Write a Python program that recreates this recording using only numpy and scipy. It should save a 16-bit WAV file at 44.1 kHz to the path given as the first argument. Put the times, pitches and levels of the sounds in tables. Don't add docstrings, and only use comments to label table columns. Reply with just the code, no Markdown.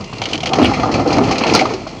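import sys
import numpy as np
from scipy import signal
from scipy.fft import rfft, irfft
from scipy.io import wavfile
from scipy.ndimage import uniform_filter1d

SR = 44100
rng = np.random.default_rng(int(sys.argv[2]) if len(sys.argv) > 2 else 0)


def digitize_waveform(pressure):
    field = np.atleast_2d(pressure).T
    bounded = np.clip(field, -1, 1)
    quanta = np.round(bounded * 32767).astype(np.int16)
    wavfile.write(sys.argv[1], SR, quanta)


N = 88200

# [t/s, level/dB, f/Hz, t60/s]
THUD_EVENTS = [(0.003, -14, 192, 0.17), (0.127, -7.5, 91, 0.061), (0.216, -4.5, 780, 0.053),
               (0.343, -6, 303, 0.074), (0.43, -9.5, 717, 0.14), (0.459, -15, 687, 0.1),
               (0.519, -1.5, 766, 0.076), (0.533, 5.5, 738, 0.036), (0.552, -2, 786, 0.12),
               (0.596, 4.5, 309, 0.072), (0.618, -5.5, 280, 0.15), (0.664, -8, 240, 0.051),
               (0.69, 3, 272, 0.099), (0.713, -0.5, 798, 0.083), (0.773, -6, 300, 0.037),
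               (0.798, -8.5, 680, 0.19), (0.832, 3, 749, 0.055), (0.834, -1, 1230, 0.063),
               (0.856, -2.5, 250, 0.057), (0.892, -6.5, 301, 0.12), (0.944, -5, 107.4, 0.18),
               (0.996, -0.5, 697, 0.082), (1.0, -11.5, 276, 0.1), (1.058, -1, 493, 0.14),
               (1.072, -4, 295, 0.17), (1.097, -2.5, 327, 0.11), (1.116, -3.5, 790, 0.1),
               (1.122, 0, 302, 0.095), (1.169, 2.5, 290, 0.14), (1.185, 8, 648, 0.047),
               (1.207, -2.5, 403, 0.15), (1.288, -2.5, 280, 0.16), (1.306, 1, 429, 0.066),
               (1.312, -1, 777, 0.06), (1.407, 1.5, 487, 0.054), (1.41, 1.5, 767, 0.046),
               (1.435, 0.5, 926, 0.06), (1.461, -1, 236, 0.024), (1.5, -1.5, 293, 0.047),
               (1.542, 1.5, 864, 0.053), (1.546, 0, 1362, 0.044), (1.558, -7, 1137, 0.056),
               (1.576, 2.5, 351, 0.047), (1.609, 0.5, 752, 0.11), (1.617, -0.5, 623, 0.097),
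               (1.654, 0, 1230, 0.035), (1.705, -5.5, 438, 0.11), (1.735, -9.5, 378, 0.19),
               (1.865, -8, 648, 0.063)]
# [t/s, level/dB, f/Hz, t60/s, treble tilt/dB]
CRACK_EVENTS = [(0.0074, -20.5, 4780, 0.044, 1), (0.041, -27, 2310, 0.059, 16.5),
                (0.1309, -18, 2780, 0.075, -4.5), (0.182, -17, 4220, 0.042, 1),
                (0.2164, -8.5, 3230, 0.082, -3.5), (0.237, -13.5, 3180, 0.04, 5),
                (0.2552, -6, 3000, 0.058, -4.5), (0.2857, -19, 3400, 0.22, 1), (0.313, -17, 3000, 0.032, 6),
                (0.331, -4, 3090, 0.063, -0.5), (0.3455, -13, 2870, 0.04, -3),
                (0.3541, -8.5, 3040, 0.032, -1), (0.377, -12.5, 3110, 0.028, 5),
                (0.404, -14, 3180, 0.066, -1), (0.4315, -7.5, 3010, 0.053, -2),
                (0.4577, -6, 3090, 0.075, -1), (0.4696, -7.5, 2950, 0.06, -2),
                (0.4912, -11.5, 3100, 0.04, -4.5), (0.5331, -2.5, 3174, 0.053, -1),
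                (0.5539, -17.5, 2080, 0.19, 5.5), (0.584, -12.5, 2280, 0.22, -3),
                (0.6164, -8, 2880, 0.032, -8), (0.626, -8.5, 2110, 0.067, -13),
                (0.6455, 1, 2830, 0.0081, -16), (0.653, -8.5, 2900, 0.1, -15),
                (0.668, -13.5, 2620, 0.08, -9), (0.7355, -12.5, 2300, 0.2, -3.5),
                (0.7976, -10.5, 2440, 0.057, -6), (0.8305, -13.5, 2030, 0.086, -2),
                (0.9148, -16, 2000, 0.13, 6.5), (0.9395, -10, 2570, 0.15, 2), (0.9944, -15, 2430, 0.052, 1),
                (1.0744, -24.5, 4370, 0.32, 16), (1.1018, -14, 2440, 0.47, -5.5),
                (1.1277, -14, 2320, 0.14, 9.5), (1.1662, -13.5, 2280, 0.063, 5),
                (1.1828, -11, 2200, 0.033, 6.5), (1.2361, -15.5, 2680, 0.19, 0.5),
                (1.3098, -8, 2364, 0.17, 1.5), (1.3556, -12.5, 2400, 0.13, -9),
                (1.3812, -10.5, 4700, 0.085, 8), (1.4076, -15.5, 2350, 0.47, -10),
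                (1.436, -6, 2576, 0.069, -10.5), (1.466, -10, 2650, 0.2, -0.5),
                (1.4968, -8.5, 2520, 0.043, -16), (1.5356, -6.5, 5310, 0.16, 3),
                (1.5487, -1, 4760, 0.079, 1), (1.5582, -5.5, 4320, 0.16, -14), (1.591, -3, 2190, 0.092, 1),
                (1.607, -8, 2400, 0.076, -1), (1.6543, -15.5, 2330, 0.058, 8.5),
                (1.6919, -21.5, 2300, 0.49, 1), (1.736, -20, 2730, 0.069, 13),
                (1.8692, -28, 2500, 0.25, 10)]
# [t/s, panel level/dB, stone level/dB, rumble level/dB]
GRIND_COURSE = [(0.0, -23.5, -32.5, -21), (0.11, -50, -34.5, -58), (0.15, -29, -36, -41),
                (0.28, -20, -32.5, -45), (0.43, -28, -37.5, -20), (0.619, -2.5, -30, -21.5),
                (0.67, -11.5, -23, -11.5), (0.739, -16, -24.5, -24.5), (0.8, -9, -24.5, -12.5),
                (0.92, -12.5, -28, -22), (0.95, -8, -26.5, -19), (1.079, -16, -27, -20),
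                (1.09, -10.5, -45, -17), (1.29, -12.5, -22, -11), (1.381, -11, -31, -38),
                (1.531, -9, -17, -17.5), (1.79, -22.5, -32, -33.5), (2.0, -31.5, -37, -56)]
# [t/s, length/s, start f/Hz, end f/Hz, nominal width/Hz, level/dB]
SQUEAL_EVENTS = [(0.053, 0.19, 2805, 2746, 27, -44), (0.126, 0.15, 106.6, 109.5, 17, -34),
                 (.44, 0.24, 506, 487, 14.4, -27), (0.591, 0.098, 312.3, 297.3, 18, -17.5),
                 (0.598, .12, 247.8, 265.4, 17, -16.5), (0.631, 0.04, 3450, 2600, 310, -21.5),
                 (1.054, 0.099, 329, 287, 25, -21), (1.203, 0.066, 245.6, 265, 8, -17),
                 (1.975, 0.062, 3310, 3400, 36, -42)]
# [f/Hz, level/dB, t60/s]
PANEL_MODES = [(160.5, -16.5, 0.16), (180, -15.5, 0.094), (278, 11, 0.12), (326, 11.5, 0.11),
               (389, 1.5, 0.26), (485, 12.5, 0.1), (546, -10, 0.054), (617, 12, 0.065), (800, 14, 0.042),
               (867, 1, 0.21), (1132, 2.5, 0.12)]
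# [f/Hz, level/dB, t60/s]
SHEET_MODES = [(2087, 15.5, 0.11), (2590, 0, 0.18), (2330, 4, 0.086), (2800, -4, 0.033), (3290, 15, 0.0097),
               (4050, -22, 0.046), (4320, 3.5, 0.06), (4760, -13.5, 0.15), (4810, 16, 0.025),
               (6600, -6, 0.051)]
# [f/Hz, level per Hz/dB]
SHELL_SPECTRUM = [(88, -40), (150, -8.5), (269, -1.5), (580, -7.5), (744, -4.5), (985, -14.5),
                  (1330, -12.5), (1560, -29.5), (1800, -21.5), (2340, -57.5), (3960, -120)]
# [f/Hz, level per Hz/dB]
STONE_SPECTRUM = [(1000, -22.5), (1350, -4.5), (1620, -14), (2330, 0.5), (3200, -5), (3720, -11.5),
                  (4180, 0.5), (4900, -3.5), (5600, -7), (6400, -8.5), (7500, -22), (9700, -37.5),
                  (16600, -120)]
# [f/Hz, level per Hz/dB]
IDLE_SPECTRUM = [(18, -42), (30, -26), (107, 6.5), (540, -7), (1060, -8.5), (1640, -26.5), (2430, -15),
                 (3690, -24.5), (4330, -24), (7550, -28.5), (9820, -51.5), (16600, -120)]

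BURST_N = SR // 4
TAP_RISE_S = 0.0021
THUD_RING_DB, THUD_PANEL_DB, THUD_RISE_S = -6, -17, 0.0031
THUD_ROUGH, THUD_LOW_HZ = 0.29, 112
BEND = 0.07
KNOCK_DB, KNOCK_T60_S, KNOCK_BAND_HZ = -10, 0.036, (433, 1260)
CRACK_RING_DB, CRACK_RING_T60_S, CRACK_RISE_S = -12, 0.005, 0.0006
CRACK_HISS_DB, TILT_HZ = -10.5, 3700
PING_DB, PING_T60_S = -3.5, 0.023
GRIND_DB, GRIT_DB, RUMBLE_DB = -6, -8.5, -6
SCRAPE_PER_S, GRIT_PER_S = 912, 4050
SCRAPE_SPREAD_DB, GRIT_SPREAD_DB = 1.3, 2.2
GRIT_SMEAR_S, RUMBLE_BAND_HZ = 0.0087, (61.6, 175)
FLICKER_DB = 1.5
PANEL_SHARE, SHEET_SHARE = 0.14, 0.39
YARD_DB, YARD_T60_S, YARD_GAP_S = -16.5, 0.24, 0.008
IDLE_DB, IDLE_SWELL_DB = -32.5, 1.5
FIRING_HZ, FIRING_DEPTH = 52.94, 0.36
HUM_HZ, HUM_DB = 43.2, -33
MIC_LOW_HZ, MIC_HIGH_HZ, TOP_HZ = 54.4, 9500, 15800
MIC_DIP_HZ, MIC_DIP_SHARE = 8130, 0.55
CLIP = 1.0


def undb(db):
    return 10 ** (np.asarray(db) / 20)


def unit(x):
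    return x / np.sqrt(np.mean(x ** 2))


def butter(x, order, hz, kind="low"):
    return signal.sosfilt(signal.butter(order, hz, kind, fs=SR, output="sos"), x)


def ring(x, hz, t60):
    radius = np.exp(-np.log(1000) / (max(t60, .005) * SR))
    w = 2 * np.pi * hz / SR
    return signal.lfilter([np.sin(w)], [1, -2 * radius * np.cos(w), radius * radius], x)


def modes(x, table, detune=1):
    hz, db, t60 = np.array(table, float).T
    power = np.sum(undb(2 * db) * t60 * SR / np.log(1000) / 4)
    total = sum(undb(d) * ring(x, f, t) for f, d, t in zip(hz * detune, db, t60))
    return total / np.sqrt(power)


def colour(x, table):
    hz, db = np.array(table, float).T
    f = np.maximum(np.fft.rfftfreq(4096, 1 / SR), 1)
    log_gain = np.interp(np.log(f), np.log(hz), db) * np.log(10) / 20
    cepstrum = irfft(log_gain)
    cepstrum[1:2048] *= 2
    cepstrum[2049:] = 0
    response = irfft(np.exp(rfft(cepstrum)))
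    return signal.fftconvolve(x, response / np.sqrt(np.sum(response ** 2)))[:N]


def walk(rate):
    k = int(SR / rate)
    steps = np.repeat(rng.standard_normal(N // k + 1), k)
    return unit(uniform_filter1d(uniform_filter1d(steps, k), k)[:N])


def clicks(per_s, spread_db):
    u = rng.random((3, N))
    occurs = u[0] < per_s / SR
    size = undb(-spread_db * np.log(1 - u[2]))
    return unit(occurs * np.sign(u[1] - .5) * size)


def shape(rise, t60):
    t = np.arange(BURST_N) / SR
    return (1 - np.exp(-t / rise)) * np.exp(-np.log(1000) * t / max(t60, .01))


def add(out, s, x):
    i = int(s * SR)
    out[i:i + len(x)] += x[:max(N - i, 0)]


def thuds():
    out, t = np.zeros(N), np.arange(BURST_N) / SR
    for s, db, hz, t60 in THUD_EVENTS:
        noise = rng.standard_normal((2, BURST_N))
        detune = 1 + BEND * rng.standard_normal(len(PANEL_MODES))
        envelope = shape(THUD_RISE_S, t60)
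        boom = np.sin(2 * np.pi * hz * t) + THUD_ROUGH * unit(ring(noise[0], hz, 0.035))
        rattle = modes(envelope * noise[1], PANEL_MODES, detune)
        add(out, s, undb(db + THUD_RING_DB) * envelope * boom)
        add(out, s, undb(db + THUD_PANEL_DB) * rattle)
        knock = unit(butter(noise[1], 4, KNOCK_BAND_HZ, "band"))
        add(out, s, undb(db + KNOCK_DB) * shape(TAP_RISE_S, KNOCK_T60_S) * knock)
    return butter(out, 2, THUD_LOW_HZ, "high")


def cracks():
    low, high, pitched = np.zeros((3, N))
    t = np.arange(BURST_N) / SR
    for s, db, hz, t60, tilt_db in CRACK_EVENTS:
        envelope = undb(db) * shape(CRACK_RISE_S, t60)
        noise = rng.standard_normal((2, BURST_N))
        add(low, s, undb(-tilt_db / 2) * envelope * noise[0])
        add(high, s, undb(tilt_db / 2) * envelope * noise[0])
        rough_ring = unit(ring(noise[1], hz, CRACK_RING_T60_S))
        add(pitched, s, undb(CRACK_RING_DB) * envelope * rough_ring)
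        ping = shape(TAP_RISE_S, PING_T60_S) * np.sin(2 * np.pi * hz * t)
        add(pitched, s, undb(db + PING_DB) * ping)
    burst = butter(low, 2, TILT_HZ) + high - butter(high, 2, TILT_HZ)
    return pitched + undb(CRACK_HISS_DB) * colour(burst, STONE_SPECTRUM)


def grind():
    t, course = np.arange(N) / SR, np.array(GRIND_COURSE).T

    def level(column, rate):
        return undb(np.interp(t, course[0], course[column]) + FLICKER_DB * walk(rate))

    catches = clicks(SCRAPE_PER_S, SCRAPE_SPREAD_DB) * level(1, 24.9)
    shell = colour(catches, SHELL_SPECTRUM) + PANEL_SHARE * modes(catches, PANEL_MODES)

    tail_n = np.arange(SR // 20)
    tail = np.abs(rng.standard_normal(len(tail_n))) * np.exp(-tail_n / SR / GRIT_SMEAR_S)
    crackle = signal.fftconvolve(np.abs(clicks(GRIT_PER_S, GRIT_SPREAD_DB)), tail)[:N]
    grit = unit(crackle * rng.standard_normal(N)) * level(2, 40.1)
    stones = colour(grit, STONE_SPECTRUM) + SHEET_SHARE * modes(grit, SHEET_MODES)

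    rumble = unit(butter(rng.standard_normal(N), 2, RUMBLE_BAND_HZ, "band")) * level(3, 13.46)
    return undb(GRIND_DB) * shell + undb(GRIT_DB) * stones + undb(RUMBLE_DB) * rumble


def squeals():
    out = np.zeros(N)
    for s, length, from_hz, to_hz, width_hz, db in SQUEAL_EVENTS:
        u = np.linspace(0, 1, int(length * SR))
        noise = rng.standard_normal((2, SR // 4))
        rough = unit(uniform_filter1d(noise, int(SR / width_hz / 2), axis=1))[:, :len(u)]
        phase = 2 * np.pi * np.cumsum(from_hz + (to_hz - from_hz) * u) / SR
        tone = (1 + rough[0]) * np.cos(phase) + rough[1] * np.sin(phase)
        add(out, s, undb(db) * np.sqrt(np.sin(np.pi * u).clip(0)) * tone)
    return out


def yard_echo(car):
    t = np.arange(SR // 2) / SR
    tail = rng.standard_normal(len(t)) * np.exp(-np.log(1000) * t / YARD_T60_S) * (t > YARD_GAP_S)
    return undb(YARD_DB) * signal.fftconvolve(car, tail / np.sqrt(np.sum(tail ** 2)))[:N]


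def idle():
    phase = 2 * np.pi * np.cumsum(1 + 0.0017 * walk(6.2)) / SR
    throb = 1 + FIRING_DEPTH * np.sin(FIRING_HZ * phase)
    rumble = colour(rng.standard_normal(N) * throb, IDLE_SPECTRUM)
    hum = undb(HUM_DB + walk(5.2)) * np.sin(HUM_HZ * phase)
    return undb(IDLE_DB + IDLE_SWELL_DB * walk(4.32)) * rumble + hum


def scene():
    car = thuds() + cracks() + grind() + squeals()
    return (car + yard_echo(car) + idle())[None]


def record(dry):
    x = butter(dry, 5, MIC_LOW_HZ, "high")
    x = x - MIC_DIP_SHARE * signal.lfilter(*signal.iirpeak(MIC_DIP_HZ, 12, fs=SR), x)
    x = signal.sosfilt(signal.ellip(8, .5, 70, MIC_HIGH_HZ, fs=SR, output="sos"), x)
    clipped = np.clip(x, -CLIP, CLIP)
    return signal.sosfilt(signal.ellip(10, .2, 80, TOP_HZ, fs=SR, output="sos"), clipped)


dry = scene()
out = record(dry)
digitize_waveform(out)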